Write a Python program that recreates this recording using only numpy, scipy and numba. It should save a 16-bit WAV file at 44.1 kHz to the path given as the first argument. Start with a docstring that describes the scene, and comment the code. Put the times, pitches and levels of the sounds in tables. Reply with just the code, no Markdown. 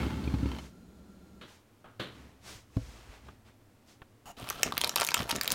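"""First, close by, a plate with a chilled cake is dragged off a wooden table: rumble, scratching grit, ringing rim.
An appliance hums at first; a door shuts further off in the kitchen, its knocks dense washes of reflections.
The plate returns with brushes, taps, bumps and a faint paper tick and is set down on a cloth. Then fingers tug
stiff baking paper from the cake: creases snap as damped modes, small ones at random, over a crackle of tiny clicks.
One close microphone, the same in both ears."""
import sys
import numpy as np
from scipy import signal
from scipy.fft import rfft, irfft, next_fast_len
from scipy.io import wavfile
from numba import njit

SR = 44100
rng = np.random.default_rng(int(sys.argv[2]) if len(sys.argv) > 2 else 0)


def log_audio(samples):
    """Write samples as a 16-bit WAV file to the path given in sys.argv[1]."""
    # one column per channel
    frames = np.atleast_2d(samples).T
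    # limit to full scale, then quantise
    limited = np.clip(frames, -1, 1)
    pcm = np.round(limited * 32767).astype(np.int16)
    wavfile.write(sys.argv[1], SR, pcm)


N = 244314
TIME = np.arange(N) / SR

# Colour tables give a spectral shape: (f/Hz, relative level/dB).
# Resonance tables: (f/Hz, width/Hz, relative level/dB).

# paper snapping: first a faint tick as the plate lands, then creases flipping through:
# (t/s, level/dB, brightness/dB: top band up and low band down, facet f/Hz)
PAPER_SNAPS = [(2.7685, -48, 3.5, 1200), (4.489, -37, 9, 2610), (4.5007, -30, 8.5, 13500),
               (4.5056, -34.5, -7.5, 1270), (4.6318, -16, -3, 3020), (4.674, -47, -14, 900),
               (4.7227, -31.5, -7.5, 1150), (4.7699, -33.5, -4.5, 3550), (4.7787, -23.5, -1, 14500),
               (4.81, -37, 6, 990), (4.8143, -24, 0.5, 3310), (4.8382, -26.5, -6, 2640),
               (4.8448, -23.5, -2, 3880), (4.8493, -41, -13, 4300), (4.8745, -32.5, 6, 1010),
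               (4.8939, -28, 5.5, 4100), (4.959, -25.5, 8.5, 10900), (4.9626, -21, -9.5, 2680),
               (4.975, -30, -3, 3740), (4.9829, -31.5, -10, 2900), (4.995, -37, -12, 2600),
               (4.9997, -27, 4, 3300), (5.0106, -27.5, 5.5, 2410), (5.0178, -22.5, -9, 1315),
               (5.0312, -27.5, -6, 5240), (5.0402, -40, 18, 14100), (5.0485, -29.5, 4, 12400),
               (5.0672, -35.5, 13.5, 6700), (5.0738, -31.5, 5, 4660), (5.0881, -26.5, 0, 2480),
               (5.1074, -33, 3, 4100), (5.1176, -32.5, -11, 4840), (5.1424, -22, 3, 2340),
               (5.1447, -19, -8.5, 7700), (5.1683, -35, -13, 3120), (5.1766, -32.5, -3, 3260),
               (5.205, -33, -8, 1110), (5.2207, -38, 4, 2570), (5.2306, -37.5, 3, 3970),
               (5.2928, -32.5, 1, 895), (5.296, -32, -4, 11000), (5.2995, -34, 5, 3330),
               (5.309, -26.5, -4, 1290), (5.3127, -25.5, 1, 4026), (5.3253, -37.5, -9, 2310),
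               (5.356, -32, -5, 2740), (5.3615, -33, 9, 7300), (5.4118, -24, 0.5, 4730),
               (5.4338, -36.5, 12, 14000), (5.4453, -37, 9, 1600), (5.457, -34, -4, 2622),
               (5.4775, -24.5, 1.5, 3760), (5.5043, -28, -3, 6300), (5.5151, -30.5, -5, 6700),
               (5.5191, -24, 6.5, 8100), (5.5255, -38, 15, 9300)]
# bands in which the paper rings: (low f/Hz, high f/Hz, middle t60/s, level/dB)
PAPER_BANDS = [(760, 1830, 0.0063, -10.5), (2140, 6450, 0.0029, -2.5), (6260, 15400, 0.0042, -7.5)]
# tugs at the paper: (t of the peak/s, crackle drive/dB, dull handling drive/dB)
TUGS = [(4.667, -46, -37.5), (4.852, -43.5, -46), (5.002, -38.5, -65), (5.197, -41, -35.5),
        (5.307, -43.5, -73), (5.36, -53.5, -40.5), (5.53, -39.5, -40.5)]
# colour of the fibres letting go: (f/Hz, level/dB)
CRACKLE_COLOUR = [(150, -13), (400, 1), (1300, 10.5), (2100, -4), (3200, -2), (5500, -9), (12500, -5),
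                  (16000, -14)]
# colour of fingers jostling the cake: (f/Hz, level/dB)
HANDLING_COLOUR = [(25, -20), (60, -2.5), (140, 0), (330, -3), (700, -7.5), (1600, -61)]
# fingers rubbing the paper: (from t/s, to t/s, rub drive/dB, rustle level/dB)
RUBS = [(4.257, 4.316, -55, -72), (4.368, 4.621, -60, -54)]
# colour of skin hissing on paper: (f/Hz, level/dB)
RUB_COLOUR = [(100, 0), (300, -14), (900, -11.5), (2000, -26), (2800, -30), (5200, -17), (8000, -21.5),
              (16000, -23)]
# colour of the grainy rustle: (f/Hz, level/dB)
RUSTLE_COLOUR = [(500, 1), (1400, -10), (2100, -6), (2700, 3), (4100, -1), (5200, -13), (9000, -38)]
# resonances of the rubbed sheet: (f/Hz, width/Hz, level/dB)
SHEET_MODES = [(785, 190, 3), (1180, 240, -1)]
# higher resonances of the first touch: (f/Hz, width/Hz, level/dB)
TOUCH_MODES = [(2840, 200, -0.5), (6820, 220, -0.5)]
# resonances of the creak: (f/Hz, width/Hz, level/dB)
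CREAK_MODES = [(1420, 230, 4), (3040, 560, -2.5)]
# plate resonances: (f/Hz, width/Hz, level/dB)
PLATE_MODES = [(877, 19, 2.5), (1313, 8, 4), (2160, 22, -2), (2607, 37, -3), (3126, 17, -2), (4340, 32, -5)]
# resonances of the juddering plate: (f/Hz, width/Hz, level/dB)
JUDDER_MODES = [(870, 150, -1.5), (1430, 190, 0.24), (2120, 150, -0.25)]
# the rim scuffing over the grain: (t/s, drive/dB)
RIM_SCUFFS = [(.241, -43.5), (.276, -44), (.34, -40.5), (.386, -42.5), (.458, -44), (.487, -44),
              (.517, -41.5), (.548, -46), (.564, -41.5), (.5865, -35.5)]
# colour of the plate's rumble: (f/Hz, level/dB)
RUMBLE_COLOUR = [(25, -26), (48, -31.5), (67, 12), (92, -13), (118, -1), (160, -6.5), (260, -4.5),
                 (380, -14.5), (520, -22.5), (1200, -54.5)]
# colour of the scrape on wood: (f/Hz, level/dB)
SCRAPE_COLOUR = [(250, -9), (500, -1.5), (1100, -1), (1700, -5.5), (2700, -10), (4400, -12.5), (5500, -27),
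                 (16000, -34)]
# colour of sliding hiss and fine fizz: (f/Hz, level/dB)
FIZZ_COLOUR = [(1500, -4.5), (6000, -4), (16000, -22)]
# plate and cake bumping the table: (t/s, peak level/dB, contact time/s)
BUMPS = [(.066, -24.5, 0.0025), (0.275, -25, 0.0027), (0.338, -16.5, 0.0044), (0.4287, -17.5, 0.0044),
         (0.457, -20.5, 0.0028), (2.548, -45, 0.012), (2.766, -17, 0.0064), (2.7715, -23.5, 0.0017),
         (3.087, -41.5, 0.0174), (4.426, -35, 0.0053), (5.201, -26.5, 0.0053), (5.328, -28, 0.0012)]
# modes of the table with the plate on it: (f/Hz, level/dB, t60/s)
TABLE_MODES = [(51.4, -24.5, 1), (113, -6.5, 0.16), (126, -3, 0.035), (188, 4.5, 0.038),
               (268.7, 7.5, 0.071), (337, 1, 0.015), (508, -8.5, 0.22), (640, -1, 0.1)]
# hands and plate brushing cloth and paper:
# (t of the peak/s, level/dB, length/s: rise plus fall width, fizz re level/dB, rumble level/dB)
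STROKES = [(1.504, -61, 0.087, -0.5, -87), (2.17, -58.5, 0.17, -23, -51.5), (2.491, -55.5, 0.1, 6.5, -53),
           (2.824, -62, 0.19, 2, -53), (3.005, -60, 0.25, -11, -72), (3.13, -61, 0.067, -19, -62),
           (3.273, -62.5, 0.071, -26, -56), (3.474, -61.5, 0.05, -25, -62), (3.897, -70, 0.06, 9, -74)]
# colour of the brushed weave: (f/Hz, level/dB)
BRUSH_COLOUR = [(200, -4), (500, 6.5), (2600, 0.5), (7500, -11.5), (16000, -25)]
# light taps of fingers and plate, and at 1.843 s a softer door knock with a long wash: (t/s, level/dB, t60/s)
TAPS_AND_SOFT_KNOCK = [(1.843, -50.5, 0.4), (2.7675, -46.5, 0.057), (3.2845, -43, 0.049),
                       (4.0185, -40.5, 0.039)]
# colour of the taps and the softer knock: (f/Hz, level/dB)
TAP_COLOUR = [(150, 11), (950, 7.5), (1360, 11), (1900, -1.5), (3200, -2.5), (6000, -27)]
# door knocks across the kitchen: (t/s, level/dB, t60/s)
DOOR_KNOCKS = [(1.4105, -44, 0.31), (1.995, -33.5, 0.34)]
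# colour of the door: (f/Hz, level/dB)
DOOR_COLOUR = [(40, -36), (90, 4), (540, 2.5), (700, -7.5), (1400, -2), (2400, -8), (3100, -3),
               (4100, -5.5), (5000, -20.5), (16000, -36)]
# colour of the quiet kitchen: (f/Hz, level/dB)
AIR_COLOUR = [(20, -4.5), (70, -8), (112, 6.5), (150, -12.5), (230, -1.5), (420, -10), (1000, -16.5),
              (4000, -27.5), (16000, -34)]
# colour of the appliance's hum: (f/Hz, level/dB)
HUM_COLOUR = [(30, -20), (65, 7), (105, -26), (180, 5), (360, -6.5), (700, -19), (1800, -40), (3800, -32),
              (16000, -44.5)]
# resonances of the appliance: (f/Hz, width/Hz, level/dB)
HUM_MODES = [(69.8, 2.2, 7), (1371, 25, -4.5), (4100, 80, -15), (6740, 220, -14.5)]

# the facet that flips: its pitch falls by a share; a life is its time scale at 1 kHz
FACET_DB, FACET_LIFE_S, FACET_SAG = -3.5, 0.017, 0.21
BRIGHTER_DB_PER_DB, USUAL_SNAP_DB = 0.39, -29.5  # a harder snap is brighter
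SNAP_LOW_CUT_HZ = 354  # below this the snaps carry little
# small creases: mean rate, level over the crackle drive, random range (+-) of level and brightness, middle pitch
SMALL_PER_S, SMALL_OVER_CRACKLE_DB, SMALL_SPREAD_DB, SMALL_COLOUR_DB, SMALL_FACET_HZ = 85, -3.5, 9.5, 8, 2840
# the fingers take hold and tighten their grip: drives of crackle (at first) and of handling
GRIP_S, GRIP_CRACKLE_DB, GRIP_DB_PER_S, GRIP_HANDLING_DB = 4.37, -51.5, 4, -50
TUG_RISE_S, TUG_FALL_S = 0.016, 0.024
# a fingertip sticks and slips, weaker at each slip
CREAK_S, CREAK_DB, CREAK_SLIPS_PER_S, CREAK_FADE_DB_PER_S = 4.507, -38, 57, 53
TOUCH_HZ, TOUCH_FALL_OCT_PER_S, TOUCH_DB = 980, 12, -57  # start of the sliding ring
HISS_T60_S = 0.032  # the rubbing dies away when a finger stops
SHEET_BEND_PER_S, SHEET_BEND_SHARE = 28, 0.028
# drives of the even slide, and what the starting jerk adds with its time constant
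DRAG_RUMBLE_DB, DRAG_SCRAPE_DB = -36, -50.5
JERK_RUMBLE_DB, JERK_SCRAPE_DB, JERK_S = 5.5, 9.5, 0.16
LIFT_S, LIFT_T60_S = 0.55, 0.47  # the plate leaves the table
RIM_OFF_S, RIM_T60_S = 0.664, 0.23  # the rim scrapes on a little longer
RIM_FADE_S, RIM_FADE_DB_PER_S = 0.53, 59  # it lightens as the plate tips off
PLATE_WANDER_PER_S, PLATE_WANDER_DB, PLATE_BEND_SHARE = 32, 4, 0.024
CATCHES_PER_S, CATCH_T60_S, CATCH_DB = 180, 0.024, -8  # grit catching under the rim
SLIDE_HISS_DB, JUDDER_DB = -58.5, -43.5
STROKE_RISE_SHARE = 0.33
TAP_RISE_S, DOOR_RISE_S = 0.0003, 0.004
AIR_DB, HUM_NOISE_DB, HUM_RING_DB = -61, -55.5, -61
TOP_HZ = 15900


def pull():
    """Drives of crackle and handling noise: a tightening grip with tugs on top."""
    grip = np.clip((TIME - GRIP_S) / TUG_RISE_S, 0, 1)
    crackle = grip * undb(GRIP_CRACKLE_DB + GRIP_DB_PER_S * (TIME - GRIP_S))
    handling = grip * undb(GRIP_HANDLING_DB)
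    for s, crackle_db, handling_db in TUGS:
        tug = swell(s, TUG_RISE_S, TUG_FALL_S)
        crackle = np.hypot(crackle, undb(crackle_db) * tug)
        handling = np.hypot(handling, undb(handling_db) * tug)
    return crackle, handling


def small_creases(effort, count=160):
    """Random rows like PAPER_SNAPS: small creases give way more often and louder where the pull is hard."""
    place, loud, bright = rng.uniform(-1, 1, (count, 3)).T
    due = np.cumsum(effort) / effort.sum() * SMALL_PER_S * (TIME[-1] - GRIP_S)
    turn = np.arange(count) + 1 + place
    s = np.interp(turn, due, TIME)
    effort_db = 20 * np.log10(np.interp(s, TIME, effort) + 1e-9)
    db = effort_db + SMALL_OVER_CRACKLE_DB + SMALL_SPREAD_DB * loud
    facet_hz = SMALL_FACET_HZ * 2 ** (2 * bright)
    return np.transpose([s, db, SMALL_COLOUR_DB * bright, facet_hz])[turn < due[-1]]


def facet_ring(t, hz):
    """A flipping facet sags in pitch as it relaxes; big, low facets ring longer."""
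    life = t / (FACET_LIFE_S * np.sqrt(1000 / hz))
    sagging_hz = hz * (1 + FACET_SAG * (np.exp(-10 * life) - 0.5))
    return np.sin(2 * np.pi * np.cumsum(sagging_hz) / SR) * fade(life, 0.92)


def snaps(rows, count=4, spread=0.000486):
    """Paper flips in a quick run of jerks that ring sheet modes and a facet; plate and table echo it."""
    out, t = np.zeros(N), np.arange(SR // 32) / SR
    head = SR // 360  # levels are set over the first 3 ms
    chance = rng.random((256, len(PAPER_BANDS), 5, count))
    echoes = rng.standard_normal((256, len(t)))
    for (s, db, bright_db, facet_hz), draws, echo in zip(rows, chance, echoes):
        tilt_db = bright_db + BRIGHTER_DB_PER_DB * (db - USUAL_SNAP_DB)
        facet = facet_ring(t, facet_hz)
        snap = undb(FACET_DB) * facet / np.std(facet[:head])
        for band, band_db, draw in zip(PAPER_BANDS, (-tilt_db, 0, tilt_db), draws):
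            lo, hi, t60, gain_db = band
            place, sign, size, damping, lag = draw
            hz = lo * (hi / lo) ** ((np.arange(count) + place) / count)
            age = np.maximum(t - spread * lag[:, None], 0)
            modes = np.sin(2 * np.pi * hz[:, None] * age) * fade(age, t60 * (0.5 + damping[:, None]))
            ring = (np.sign(sign - 0.5) * undb(10 * size)) @ modes
            snap = snap + undb(band_db + gain_db) * ring / np.std(ring[:head])
        # every snap lies elsewhere, so its first echoes are its own
        echoed = reflections(snap, echo, t60=0.016, damp_hz=6860)
        add(out, s, undb(db) * (snap + undb(-11.0) * echoed))
    # the snaps carry little bass
    return highpass(out, SNAP_LOW_CUT_HZ)


def peeling(crackle, handling, count=14):
    """Fibres let go in a fine crackle, the paper unsticks in duller pops, and the fingers jostle the cake."""
    fibres = colour(ticks(rate=1200, spread_db=7.0), CRACKLE_COLOUR)
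    # every patch of the sheet pops at its own pitch
    patches = np.geomspace(650, 4500, count)
    pops = unit(sum(resonate(ticks(rate=39, spread_db=4.0), [(hz, hz / 4, 0)]) for hz in patches))
    jostle = colour(ticks(rate=940, spread_db=6.0), HANDLING_COLOUR)
    return crackle * (undb(-7.0) * fibres + undb(-3.5) * pops) + handling * undb(-1.0) * jostle


def first_touch():
    """The first touch bends the sheet: a hollow ring slides down under steady higher resonances."""
    start, stop = RUBS[0][:2]
    sliding_hz = TOUCH_HZ * 2 ** (-TOUCH_FALL_OCT_PER_S * (np.clip(TIME, start, stop) - start))
    hollow = unit(bandpass(rng.standard_normal(N), sliding_hz, TOUCH_HZ / 10))
    hollow = hollow + resonate(rng.standard_normal(N), TOUCH_MODES)
    return undb(TOUCH_DB) * held(start, stop, HISS_T60_S) * hollow


def creaking(t60=0.045, count=7):
    """A fingertip sticks and slips: nearly regular bursts of noise through drifting resonances."""
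    ages = (np.arange(count) + 0.065 * rng.standard_normal(count)) / CREAK_SLIPS_PER_S
    slips = [(CREAK_S + age, CREAK_DB - CREAK_FADE_DB_PER_S * age) for age in ages]
    ring = wander(rng.standard_normal(N), CREAK_MODES, SHEET_BEND_PER_S, SHEET_BEND_SHARE, depth_db=3.5)
    return blows(slips, t60) * ring


def rubbing(effort):
    """Skin on paper: a hollow touch, a grainy rustle, a short dull creak, then a hiss that follows the pull."""
    # as the sheet bends, its resonances slide
    ring = wander(rng.standard_normal(N), SHEET_MODES, SHEET_BEND_PER_S, SHEET_BEND_SHARE, depth_db=4.0)
    rub = undb(1.0) * noise(RUB_COLOUR) + ring
    rustle = colour(ticks(rate=1800, spread_db=0.0), RUSTLE_COLOUR) * flutter(rate=320, depth_db=1)
    contact = 0
    for start, stop, db, rustle_db in RUBS:
        grain = undb(db) * rub + undb(rustle_db) * rustle
        contact = contact + held(start, stop, HISS_T60_S) * grain
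    return contact + first_touch() + creaking() + undb(-14.5) * effort * rub


def drag(clink_t60=0.047):
    """The plate's foot slips unevenly over the grain: the table rumbles, grit scratches and the plate rings."""
    jerk = np.exp(-TIME / JERK_S)
    slips = ticks(rate=2500, spread_db=1.0) * flutter(rate=67, depth_db=1.0)
    # the contact point wanders, so each resonance shifts, comes and goes
    ring = wander(slips, PLATE_MODES, PLATE_WANDER_PER_S, PLATE_BEND_SHARE, PLATE_WANDER_DB)
    grit = np.abs(ticks(CATCHES_PER_S, spread_db=-7.0))
    catches = unit(signal.fftconvolve(grit, fade(TIME[:SR // 8], CATCH_T60_S))[:N])
    scratch = noise(SCRAPE_COLOUR)
    # each scuff meets the rim at another place and rings its own mix of resonances
    rim_modes = PLATE_MODES[:1] + PLATE_MODES[2:]
    rim = wander(rng.standard_normal(N), rim_modes, PLATE_WANDER_PER_S, 2 * PLATE_BEND_SHARE, PLATE_WANDER_DB)
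    clinks = blows(RIM_SCUFFS, clink_t60) * (undb(-5.5) * scratch + undb(-1) * rim)
    rumble = undb(DRAG_RUMBLE_DB + JERK_RUMBLE_DB * jerk) * held(0, LIFT_S, LIFT_T60_S) * noise(RUMBLE_COLOUR)
    tip_db = RIM_FADE_DB_PER_S * np.maximum(TIME - RIM_FADE_S, 0)
    weight = undb(DRAG_SCRAPE_DB + JERK_SCRAPE_DB * jerk - tip_db)
    grain = undb(-3.0) * colour(slips, SCRAPE_COLOUR)
    scrape = weight * (grain + undb(-8.0) * ring + undb(CATCH_DB) * catches * scratch)
    hiss = undb(SLIDE_HISS_DB) * noise(FIZZ_COLOUR)
    # in the first jerk the plate judders: a brief coarse growl
    judder = undb(JUDDER_DB) * jerk ** 2 * resonate(rng.standard_normal(N), JUDDER_MODES)
    return rumble + (scrape + hiss) * held(0, RIM_OFF_S, RIM_T60_S) + clinks + judder


def bumps():
    """A soft push into the table's modes; a longer contact is duller."""
    out, t = np.zeros(N), np.arange(SR // 3) / SR
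    ring = sum(undb(db) * np.cos(2 * np.pi * hz * t) * fade(t, t60) for hz, db, t60 in TABLE_MODES)
    for s, db, contact in BUMPS:
        push = np.sin(np.pi * np.minimum(t / contact, 1)) ** 2
        thud = signal.fftconvolve(ring, push)[:len(t)]
        thud = highpass(thud, 40)  # the table hardly radiates the lowest bass
        add(out, s, undb(db) * thud / np.abs(thud).max())
    return out


def brushing():
    """Strokes over cloth and paper swell and fade, with a fine fizz; the moving plate rumbles softly."""
    weave = colour(ticks(rate=7000, spread_db=2), BRUSH_COLOUR)
    fizz, rumble, out = noise(FIZZ_COLOUR), noise(RUMBLE_COLOUR), 0
    for s, db, length, fizz_db, rumble_db in STROKES:
        stroke = swell(s, STROKE_RISE_SHARE * length, (1 - STROKE_RISE_SHARE) * length)
        brush = undb(db) * (weave + undb(fizz_db) * fizz)
        out = out + stroke * (brush + undb(rumble_db) * rumble)
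    return out


def taps_and_soft_knock():
    """Light taps of fingers and plate, and a softer door knock with a long wash: noise with a very quick rise."""
    return knocks(TAPS_AND_SOFT_KNOCK, TAP_COLOUR, TAP_RISE_S)


def door():
    """The door across the kitchen: each knock rises more slowly and flutters as it rattles in its frame."""
    return knocks(DOOR_KNOCKS, DOOR_COLOUR, DOOR_RISE_S) * flutter(rate=190, depth_db=1.0)


def background():
    """Still air as coloured noise, and an appliance humming through its resonances at first."""
    running = np.interp(TIME, [1.38, 1.5], [1, 0])
    hum = undb(HUM_NOISE_DB) * noise(HUM_COLOUR)
    hum = hum + undb(HUM_RING_DB) * resonate(rng.standard_normal(N), HUM_MODES)
    return undb(AIR_DB) * noise(AIR_COLOUR) + running * hum


def knocks(table, points, rise):
    """Blows that arrive as a dense, dying wash of reflections."""
    envelope = 0
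    for s, db, t60 in table:
        age = np.maximum(TIME - s, 0)
        envelope = envelope + undb(db) * np.minimum(age / rise, 1) * fade(age, t60)
    return envelope * noise(points)


def reflections(x, grain, t60, damp_hz):
    """A dying wash of echoes with a given random grain, duller than the direct sound."""
    t = np.arange(len(grain)) / SR
    echo = grain * fade(t, t60) * (t > 0.0008)
    echo = signal.lfilter(*signal.butter(1, damp_hz, fs=SR), echo)
    return signal.fftconvolve(x, echo / np.linalg.norm(echo))[:len(x)]


def blows(table, t60):
    """Envelope that jumps at each (t/s, level/dB) row and dies away."""
    out, tail = np.zeros(N), fade(TIME[:SR // 4], t60)
    for s, db in table:
        add(out, s, undb(db) * tail)
    return out


def swell(s, rise, fall):
    """A smooth rise to 1 at a time, and a smooth fall: a bell with two widths."""
    return np.exp(-0.5 * ((TIME - s) / np.where(TIME < s, rise, fall)) ** 2)


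def held(start, stop, t60):
    """On from start to stop, then dying away."""
    return (TIME >= start) * fade(np.maximum(TIME - stop, 0), t60)


def fade(t, t60):
    """Exponential decay, 60 dB down at t60."""
    return undb(-60 * t / t60)


def ticks(rate, spread_db):
    """Random clicks of either sign whose levels spread exponentially; rms 1."""
    size = undb(spread_db * np.minimum(rng.exponential(size=N), 4))
    return unit((rng.random(N) < rate / SR) * size * rng.choice([-1, 1], N))


def flutter(rate, depth_db):
    """A gain that wanders at random."""
    knots = rng.standard_normal(4096)
    return undb(depth_db * np.interp(TIME * rate, np.arange(len(knots)), knots))


def noise(points):
    """Coloured noise of rms 1."""
    return colour(rng.standard_normal(N), points)


def colour(x, points):
    """Causal (minimum-phase) filter with a (f/Hz, level/dB) shape; rms 1."""
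    size = next_fast_len(N + SR // 4)
    size += size % 2
    hz, db = np.transpose(points)
    f = np.maximum(np.arange(size // 2 + 1) * SR / size, 1)
    cepstrum = irfft(np.log(undb(np.interp(np.log(f), np.log(hz), db))))
    # folding the cepstrum forward in time makes the filter causal
    cepstrum[1:size // 2] *= 2
    cepstrum[size // 2 + 1:] = 0
    return unit(irfft(rfft(x, size) * np.exp(rfft(cepstrum)))[:N])


def resonate(x, peaks):
    """Parallel fixed resonances; rms 1."""
    out = 0
    for hz, width, db in peaks:
        ring = signal.lfilter(*signal.iirpeak(hz, hz / width, SR), x)
        out = out + undb(db) * unit(ring)
    return unit(out)


def wander(x, peaks, rate, share, depth_db):
    """Parallel resonances that drift in pitch by a share and come and go; rms 1."""
    out = 0
    for hz, width, db in peaks:
        drifting_hz = hz * flutter(rate, 20 * np.log10(1 + share))
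        ring = unit(bandpass(x, drifting_hz, float(width)))
        out = out + undb(db) * ring * flutter(rate, depth_db)
    return unit(out)


@njit
def bandpass(x, hz, width):
    """State-variable band-pass whose centre moves."""
    y, band, low = np.empty(len(x)), 0., 0.
    for i in range(len(x)):
        g, k = np.tan(np.pi * hz[i] / SR), width / hz[i]
        v = (band + g * (x[i] + 1e-18 - low)) / (1 + g * (g + k))
        band, low, y[i] = 2 * v - band, low + 2 * g * v, k * v
    return y


def highpass(x, hz):
    """Second-order low cut."""
    return signal.sosfilt(signal.butter(2, hz, "high", fs=SR, output="sos"), x)


def undb(db):
    """Decibels to gain."""
    return 10 ** (np.asarray(db) / 20)


def unit(x):
    """Scale to rms 1."""
    return x / np.sqrt(np.mean(x ** 2) + 1e-20)


def add(track, s, sound):
    """Mix a sound in at a time."""
    i = int(s * SR)
    track[i:i + len(sound)] += sound[:N - i]


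def scene():
    """Everything reaches one close microphone; the paper echoes round the kitchen."""
    crackle, handling = pull()
    rows = [*PAPER_SNAPS, *small_creases(crackle)]
    paper = snaps(rows) + peeling(crackle, handling) + rubbing(crackle)
    room = undb(-13.5) * reflections(paper, rng.standard_normal(SR // 2), t60=0.19, damp_hz=8600)
    mono = paper + room + drag() + bumps() + brushing() + taps_and_soft_knock() + door() + background()
    return np.array([mono, mono])


def record(dry):
    """The recorder cuts the top with a steep low-pass."""
    return signal.sosfilt(signal.ellip(8, 0.2, 70, TOP_HZ, fs=SR, output="sos"), dry)


dry = scene()
out = record(dry)
log_audio(out)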